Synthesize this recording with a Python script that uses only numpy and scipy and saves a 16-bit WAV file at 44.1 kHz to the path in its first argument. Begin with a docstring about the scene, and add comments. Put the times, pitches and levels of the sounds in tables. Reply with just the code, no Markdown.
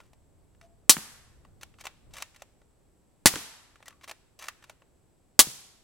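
"""Suppressed rifle on a tree-ringed range

A suppressed bolt-action rifle fires three shots outdoors: each is a pressure pulse and a hiss of vented gas
that overload the microphone. The bullets crack and thud downrange, and the trees return diffuse noise.
Between shots the bolt is lifted, drawn, run home and locked: resonant knocks, with noise grains for scrapes.
Low-frequency noise forms the light air, and a narrow steady band the far insects."""
import sys
import numpy as np
from scipy import signal
from scipy.fft import rfft, irfft, next_fast_len
from scipy.io import wavfile

SR = 44100
rng = np.random.default_rng(int(sys.argv[2]) if len(sys.argv) > 2 else 0)


def to_wav(sig):
    """Store sig (one row per channel, or 1-D mono) as 16-bit WAV at the path in sys.argv[1].

    Samples outside -1..1 are clipped; the rate is SR.
    """
    pcm = np.clip(np.atleast_2d(sig), -1, 1) * 32767
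    pcm = np.round(pcm).astype(np.int16)
    wavfile.write(sys.argv[1], SR, pcm.T)  # frames by channels


N = 257103
TIME = np.arange(N) / SR

# Moving air on the microphone, spectrum: f/Hz, relative level/dB
RUMBLE_SPECTRUM = [(15, -6), (35, 1.5), (70, 1), (130, -4), (220, -11), (450, -19.5), (1000, -30),
                   (3000, -51)]
# Breeze that blows, then drops to a lull: t/s, level/dB
BREEZE_LEVELS = [(0, -62), (2.1, -62), (2.3, -66.5), (5.83, -68.5)]
# Gusts on top of the breeze: peak t/s, half length/s, added level/dB
GUST_PEAKS = [(1.526, 0.22637, 4), (2.11, .06, 9)]
# Far hush, spectrum: f/Hz, relative level/dB
HUSH_SPECTRUM = [(20, -7.5), (100, 1.5), (350, 3), (750, -4), (1200, -11.5), (2200, -17), (5000, -20.5),
                 (9500, -20.5), (12000, -24), (16000, -28.5)]
# Far insects, spectrum: f/Hz, relative level/dB
INSECT_SPECTRUM = [(5500, -46.5), (7000, -16), (7550, -3.5), (7850, -0.5), (8150, -4.5), (8600, -17),
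                   (11000, -45.5)]

# Broad colour of the rifle's action: f/Hz, relative level/dB
ACTION_SPECTRUM = [(150, -26.5), (400, -6.5), (620, -6), (800, -1.5), (1300, 0), (2500, -1.5), (4000, -2.5),
                   (7000, -4), (10000, -10), (13000, -13.5), (16000, -18.5)]
# Resonances of the action: f/Hz, width/Hz, relative level/dB
ACTION_MODES = [(666.76, 154.76, 9.5), (1041.4, 56.45, 9), (1310.8, 63.42, 6), (1848.6, 110, 6.5),
                (2363.7, 255, 2.5), (2718.7, 63.83, 8.5), (3143, 170, -2), (3793.2, 55.36, 2),
                (6077.6, 199.6, 2.5), (7116.3, 56, 3), (8853.2, 54.5, 6), (12046, 210, -7)]
# Light knocks of gripping and shouldering: t/s, then relative level/dB of stock, receiver, bright steel
HANDLING_KNOCKS = [(0.002, -52.5, -51, -59.5), (0.132, -61.5, -65, -61.5), (0.548, -80, -70, -78),
                   (0.612, -74, -54, -59), (1.449, -54, -59.5, -65), (1.74, -78, -61, -75),
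                   (2.616, -58, -67.5, -74), (3.757, -58, -53.5, -64), (3.803, -54, -62.5, -76),
                   (3.826, -56.5, -49, -60.5), (3.898, -64.5, -59.5, -64.5), (3.906, -65.5, -56, -60.5),
                   (3.926, -66, -58.5, -74), (4.82, -57, -61, -72)]

# Bolt strokes, two of each kind: start t/s, stop t/s, force/dB, brightness/dB
# handle lifted
LIFT_TIMES = [(1.611, 1.6315, -1, 1.5), (3.857, 3.881, -5.5, 6)]
# bolt drawn back
DRAW_TIMES = [(1.785, 1.868, 0, 0), (4.011, 4.112, -1, -1)]
# bolt run home
PUSH_TIMES = [(2.136, 2.2225, -0.5, 0.5), (4.39, 4.4837, -1.5, 1)]
# handle turned down
LOCK_TIMES = [(2.345, 2.42, -1, 0.5), (4.624, 4.696, 0, -.5)]

# Contacts along a stroke: share of the stroke/1, then relative level/dB of stock, receiver, bright steel
# lift: lugs unseat, cocking cam tops out
LIFT_KNOCKS = [(0, -77, -52.5, -54), (0.998, -46, -42, -41.5)]
# draw: start, case pulls free, ejector, rear stop
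DRAW_KNOCKS = [(0, -74, -56.5, -63.5), (0.292, -75.5, -47.5, -47.5), (0.818, -42.5, -41, -41),
               (1, -42.5, -35, -39)]
# push: start, round met, round stripped, bolt home
PUSH_KNOCKS = [(0, -56, -84.5, -46.5), (0.354, -63, -44.5, -45.5), (.53, -51.5, -43, -45),
               (1, -60.5, -30.5, -33.5)]
# lock: start, lugs engage, handle down
LOCK_KNOCKS = [(0, -65.5, -56, -61.5), (0.212, -65.5, -52.5, -54), (1, -45, -45, -45.5)]

# Scrapes along the lift: from share/1, to share/1, relative level at the end/dB
LIFT_RASPS = [(0.451, 1.114, -50)]
# Scrapes along the draw: same columns, share/1, share/1, level/dB
DRAW_RASPS = [(0.118, 0.366, -51.5), (0.652, 0.892, -47)]
# Scrapes along the push: same columns, share/1, share/1, level/dB
PUSH_RASPS = [(.04, .62, -48), (0.619, 1.1, -47.5)]
# Scrapes along the lock: same columns, share/1, share/1, level/dB
LOCK_RASPS = [(0.665, 1.254, -63)]

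# Each kind of stroke meets the same contacts and scrapes, faster or slower: times, contacts, scrapes
BOLT_STROKES = [
    (LIFT_TIMES, LIFT_KNOCKS, LIFT_RASPS),
    (DRAW_TIMES, DRAW_KNOCKS, DRAW_RASPS),
    (PUSH_TIMES, PUSH_KNOCKS, PUSH_RASPS),
    (LOCK_TIMES, LOCK_KNOCKS, LOCK_RASPS),
]

# Faint rings of loose metal and cartridge cases: t/s, f/Hz, width/Hz, level/dB, t60/s
LOOSE_RINGS = [(0.003, 1371, 50, -53, .05), (0.613, 680, 14, -60, 0.4721), (3.857, 1931, 160, -55, 0.11882),
               (3.895, 1190, 200, -59.5, .2), (4.073, 9081, 250, -57, 0.1746),
               (4.391, 6030, 250, -51, .092)]
# Scrapes of the hands on the rifle: start t/s, length/s, relative level at the start/dB
HAND_RUBS = [(0.004, 0.1225, -67), (0.625, 0.05326, -64), (2.108, 0.06784, -64.5), (4.697, 0.04561, -62.5)]

# Scatter from bench, gear and vehicle: f/Hz, relative level/dB, t60/s, left-right correlation/1
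BENCH_SCATTER = [(100.74, -21, 0.12, 0.55), (500, -17, .15, 0.73), (2000, -15.5, .14, .3),
                 (6000, -16, 0.089, -0.49), (15000, -14, 0.058, -.5)]
# Wash from the trees: f/Hz, relative level/dB, t60/s, left-right correlation/1
TREE_WASH = [(100, -33, 0.72, .9), (300, -31, 0.56, 0.65), (821, -26, 0.97927, .75), (1600, -25, 0.94, .55),
             (3200, -21.5, 0.82, 0.086), (6500, -22, 0.72, -0.045), (10000, -22, .65, -.1),
             (15000, -20.5, 0.33, -0.4)]

# Shots: t/s, pulse level/dB, pulse length/s, bass edge f/Hz, gas spurt level/dB, blow-down level/dB,
# hold/s, blow-down t60/s, level of the broad mid roar near 1.9 kHz/dB, level sent to the trees/dB
SHOT_BLASTS = [(0.8945, 0, 0.0007, 260, 1.5, -8.5, 0.008525, 0.082, -29, -1.5),
               (3.2578, 0.5, 0.0014318, 105.8, -1, -14.5, 0.017381, 0.05219, 16, 6),
               (5.3918, 6, 0.00045, 25, 2.5, -8.5, 0.012505, 0.06466, 6.5, -1)]
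# Vented gas, spectrum: f/Hz, relative level/dB
GAS_SPECTRUM = [(100, -22.5), (330, -11), (470, -26), (700, -12), (950, -10), (1500, -15), (2200, -12.5),
                (3200, -4.5), (4200, -0.5), (6800, -1), (10000, 0), (12000, -6.5), (15500, -8.5)]
# Suppressor tube resonances: f/Hz, width/Hz, relative level/dB
TUBE_MODES = [(836.1, 29, 1), (1220, 130, 5), (1798, 50, 1.5), (3302, 55, 4.5), (4240, 90, -3),
              (4502, 28, -2.5), (5612, 60, -5), (6931, 80, 2.5), (8038, 170, -4), (8350, 160, -2),
              (9940, 80, -0.5)]
# Bullet strikes, the second bullet three times:
# t/s, crack level/dB, crack top f/Hz, thud level/dB, final thud f/Hz
BULLET_STRIKES = [(0.9677, -27.5, 2550, -30, 136), (3.339, -27.5, 1905, -46, 258.7),
                  (3.3573, -24.5, 6104, -42, 258.4), (3.3624, -31.5, 2000, -32.5, 181.4),
                  (5.471, -39, 2000, -35, 121.4)]

# The stop that ends a stroke is the tightest contact
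CONTACT_T60_S, STOP_T60_S, HANDLING_T60_S = 0.0402, 0.02159, 0.023847
SCRAPE_SWELL_DB = 2  # a scrape grows as the bolt gathers speed
CATCHES_PER_S, CATCH_T60_S = 2000, .022
GROUND_LAG_S = .00342
THUD_CYCLES = 8.072  # a thud falls by 60 dB within this many cycles of its final pitch
DEBRIS_S, DEBRIS_DB = .026, -13  # thrown earth falls back within this time, this much softer
CUTOFF_HZ = 16200


def from_db(db):
    """Amplitude ratio from level: 20 dB per factor of ten."""
    return 10 ** (np.asarray(db) / 20)


def rms_one(x):
    """Normalisation to unit root-mean-square amplitude."""
    return x / np.sqrt(np.mean(x ** 2) + 1e-20)


def at_hz(points, hz, axis=1):
    """Linear interpolation of a table column along logarithmic frequency."""
    table = np.array(points)
    return np.interp(np.log(np.maximum(hz, 1)), np.log(table[:, 0]), table[:, axis])


def cut(x, hz, kind, order=2):
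    """Causal Butterworth filtering: low-, high- or band-pass."""
    edges = np.clip(hz, 10, .45 * SR)
    return signal.sosfilt(signal.butter(order, edges, kind, fs=SR, output="sos"), x + 1e-18)


def noise(spectrum, modes=(), size=N):
    """Spectral shaping: white noise takes a broad colour and Lorentzian resonances, at unit rms."""
    count = next_fast_len(size)
    hz = np.arange(count // 2 + 1) * SR / count
    peak_power = 1 + sum(from_db(db) ** 2 / (1 + (2 * (hz - f) / width) ** 2) for f, width, db in modes)
    gain = from_db(at_hz(spectrum, hz)) * np.sqrt(peak_power)
    white = rfft(rng.standard_normal(count))
    return rms_one(irfft(white * gain, count)[:size])


def stereo(mid, side, likeness):
    """Mid-side superposition: unrelated signals combine to a pair of given correlation."""
    c = np.clip(likeness, -1, 1)
    return np.sqrt((1 + c) / 2) * mid + np.sqrt((1 - c) / 2) * side * np.array([[1], [-1]])


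def fade(t, t60):
    """Exponential decay: full until t = 0, then falling by 60 dB in t60."""
    return from_db(-60 * np.maximum(t, 0) / max(t60, 1e-4))


def delayed(x, s):
    """Propagation delay: the same signal s seconds later."""
    return np.interp(TIME - s, TIME, x, left=0)


def add(track, s, sound):
    """Linear superposition of a sound on a track from time s."""
    at = int(round(s * SR))
    track[at:at + len(sound)] += sound[:N - at]


def drift(rate):
    """Slow random modulation: normal deviates, rate per second, joined by straight lines."""
    knots = rng.standard_normal(int(rate * N / SR) + 2)
    return np.interp(TIME * rate, np.arange(len(knots)), knots)


def outdoors(still_db=-69.0, insects_db=-80.0):
    """Stationary ambient noise: far hush and insects hold steady while breeze and gusts modulate the rumble."""
    gusts = sum(db * np.exp(-((TIME - s) / half_s) ** 2) for s, half_s, db in GUST_PEAKS)
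    air_db = np.interp(TIME, *np.transpose(BREEZE_LEVELS)) + gusts
    rumble = from_db(air_db) * stereo(noise(RUMBLE_SPECTRUM), noise(RUMBLE_SPECTRUM), .3)
    hush = from_db(still_db) * stereo(noise(HUSH_SPECTRUM), noise(HUSH_SPECTRUM), 0.44)
    insects = from_db(insects_db) * stereo(noise(INSECT_SPECTRUM), noise(INSECT_SPECTRUM), 0.09)
    return rumble + hush + insects


def contacts():
    """Contact sequence scaled to each stroke, a brighter one trading stock for steel: t/s, three level/dB, t60/s."""
    rows = [(*knock, HANDLING_T60_S) for knock in HANDLING_KNOCKS]
    for strokes, pattern, _ in BOLT_STROKES:
        for start, stop, force, bright in strokes:
            for k, (share, stock, receiver, steel) in enumerate(pattern, 1):
                s = start + share * (stop - start)
                t60 = STOP_T60_S if k == len(pattern) else CONTACT_T60_S
                rows.append((s, stock + force - bright, receiver + force, steel + force + bright, t60))
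    return rows


def knocks(force_db=0.6641, stock_hz=1000, steel_hz=3500, rise_s=0.000739, variety_db=0.4359,
           ring_db=-21, ring_t60=0.1343):
    """Modal excitation: a tight rattle in the hand-damped action stirs each resonance to its own strength."""
    out, t = np.zeros(N), TIME[:SR // 6]
    for s, *levels, t60 in contacts():
        modes = [(hz, width, db + variety_db * rng.standard_normal()) for hz, width, db in ACTION_MODES]
        stock, receiver, steel = (noise(ACTION_SPECTRUM, modes, size=len(t)) for _ in levels)
        parts = (cut(stock, stock_hz, "low", order=4),
                 cut(receiver, [stock_hz, steel_hz], "band"),
                 cut(steel, steel_hz, "high"))
        rattle = sum(from_db(db + force_db) * rms_one(part) for db, part in zip(levels, parts))
        contact = (1 - np.exp(-t / rise_s)) * fade(t, t60)
        # the steel rings on faintly once the contact is over
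        ring = np.zeros(len(t))
        for hz, width, db in modes:
            pitch_hz = hz + width * rng.uniform(-0.5001, 0.4909)
            ring += from_db(db + at_hz(ACTION_SPECTRUM, hz)) * np.sin(2 * np.pi * pitch_hz * t)
        tail = from_db(max(levels) + ring_db) * rms_one(ring) * fade(t, ring_t60)
        add(out, s, rattle * contact / contact.max() + tail)
    return out


def rings(swell_share=.07):
    """Narrow-band resonance: loose parts swell into a brief buzz of wavering pitch and decay."""
    out, t = np.zeros(N), TIME[:SR]
    for s, hz, width, db, t60 in LOOSE_RINGS:
        swell_s = swell_share * t60
        # the first second lets the filter settle
        band = cut(rng.standard_normal(2 * SR), [hz - width / 2, hz + width / 2], "band")
        buzz = rms_one(band[SR:])
        envelope = np.sqrt(np.clip(t / swell_s, 0, 1)) * fade(t - swell_s, t60)
        add(out, s, from_db(db) * buzz * envelope)
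    return out


def slides(level_db=-1):
    """Friction as random small catches: the bolt scrapes its raceway; hands rub more softly and trail off."""
    pressure = np.zeros(N)
    for strokes, _, scrapes in BOLT_STROKES:
        for start, stop, force, _ in strokes:
            travel_s = stop - start
            for begin, end, db in scrapes:
                swell = np.linspace(-SCRAPE_SWELL_DB, 0, max(int((end - begin) * travel_s * SR), 2))
                add(pressure, start + begin * travel_s, from_db(force + db + swell))
    for start, length, db in HAND_RUBS:
        add(pressure, start, from_db(db) * np.linspace(1, 0, max(int(length * SR), 2)))
    catches = (rng.random(N) < CATCHES_PER_S / SR) * rng.exponential(1, N)
    grain = rms_one(signal.lfilter([1], [1, -fade(1 / SR, CATCH_T60_S)], catches))
    return from_db(level_db) * pressure * grain * noise(ACTION_SPECTRUM, ACTION_MODES)


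def ground(x, share, dull_hz):
    """Ground reflection: the grass returns a duller copy just after the direct sound."""
    return x + share * delayed(cut(x, dull_hz, "low", order=1), GROUND_LAG_S)


def nearby(x, spread_db=-9, t60=0.0032, low_hz=9000, pan_db=0.5866):
    """Interchannel difference: the two capsules hear the treble differently, the left a little louder."""
    t = TIME[:SR // 50]
    paths = rng.standard_normal(len(t)) * fade(t, t60)
    spread = signal.fftconvolve(x, paths / np.linalg.norm(paths))[:N]
    side = from_db(spread_db) * cut(spread, low_hz, "high", order=1)
    return from_db([[pan_db], [-pan_db]]) * x + side * np.array([[1], [-1]])


def linger(power, t60):
    """Energy storage: power builds up and leaks away by 60 dB in t60."""
    keep = fade(1 / SR, t60) ** 2
    return signal.lfilter([1 - keep], [1, -keep], power + 1e-18)


def wash(x, table, build_t60, patchy_db):
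    """Diffuse reverberation: each band's power builds up, lingers and returns unevenly as noise."""
    edges, out = np.geomspace(60, 17000, num=17), 0
    white = rng.standard_normal((2, 2, N))  # neighbouring bands get unrelated noise
    clumps = drift(90)  # bunches of echoes, common to all bands
    for band, (low, high) in enumerate(zip(edges, edges[1:])):
        centre_hz = np.sqrt(low * high)
        db, t60, likeness = (at_hz(table, centre_hz, axis=k) for k in range(1, 4))
        power = linger(linger(cut(x, [low, high], "band") ** 2, t60), build_t60)
        mid, side = rms_one(cut(white[band % 2], [low, high], "band"))
        level = from_db(db + patchy_db * (drift(9.8) + 0.87 * clumps))
        out = out + level * np.sqrt(power) * stereo(mid, side, likeness)
    return out


def muzzle(pulse_db, pulse_s, bass_hz, spurt_db, blow_db, hold_s, blow_t60, roar_db,
           spurt_t60=.016, roar_hz=1920, roar_width_hz=420):
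    """Blast wave and jet noise: overpressure with its suction, a spurt of gas, then the baffles emptying."""
    t = TIME[:SR // 5]
    pulse = cut((1 - t / pulse_s) * np.exp(-t / pulse_s), bass_hz, "high")
    spurt = from_db(spurt_db) * fade(t, spurt_t60)
    blow_down = from_db(blow_db) * (1 - np.exp(-t / 0.0023)) * fade(t - hold_s, blow_t60)
    hiss = noise(GAS_SPECTRUM, [*TUBE_MODES, (roar_hz, roar_width_hz, roar_db)], size=len(t))
    return from_db(pulse_db) * pulse + (spurt + blow_down) * hiss


def strikes(sag=1.8626, sag_s=0.0033155, crack_t60=0.012376, count=2):
    """Impact radiation: a crack, a thud sinking in pitch as the hole opens, and a few softer clods."""
    out, t = np.zeros(N), TIME[:SR // 6]
    for s, crack_db, top_hz, thud_db, thud_hz in BULLET_STRIKES:
        phase = 2 * np.pi * np.cumsum(thud_hz * (1 + sag * np.exp(-t / sag_s))) / SR
        thud = from_db(thud_db) * np.sin(phase) * fade(t, THUD_CYCLES / thud_hz)
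        clods = [(DEBRIS_S * (k + rng.random()) / count, DEBRIS_DB) for k in range(count)]
        for late, db in [(0, 0), *clods]:
            crack = rms_one(cut(rng.standard_normal(len(t)), top_hz, "low")) * fade(t, crack_t60)
            add(out, s + late, from_db(db) * (from_db(crack_db) * crack + thud))
    return out


def scene():
    """Superposition: rifle close by and a little left, strikes far off, all washed back by the surroundings."""
    shots, outward = np.zeros(N), np.zeros(N)
    for s, *blast, trees_db in SHOT_BLASTS:
        shot = muzzle(*blast)
        add(shots, s, shot)
        add(outward, s, from_db(trees_db) * shot)
    bolt = knocks() + slides() + rings()
    far = strikes()
    close = ground(shots, share=0.56, dull_hz=2380) + ground(bolt, share=.3, dull_hz=2496)
    scatter = wash(shots + from_db(0.5) * bolt, BENCH_SCATTER, build_t60=0.0092, patchy_db=2.2134)
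    to_trees = outward + from_db(5.0) * bolt + from_db(19.5) * far
    trees = wash(to_trees, TREE_WASH, build_t60=0.13, patchy_db=0.1478)
    return nearby(close) + far + scatter + trees + outdoors()


def record(dry, top=0.9385):
    """Amplitude saturation and band limiting: the shots flatten near full scale, and the top is cut."""
    clipped = dry / (1 + (dry / top) ** 8) ** (1 / 8)
    # order 10, 0.1 dB ripple, 70 dB stop-band attenuation
    lowpass = signal.ellip(10, .1, 70, CUTOFF_HZ, fs=SR, output="sos")
    return signal.sosfilt(lowpass, clipped)


dry = scene()
out = record(dry)
to_wav(out)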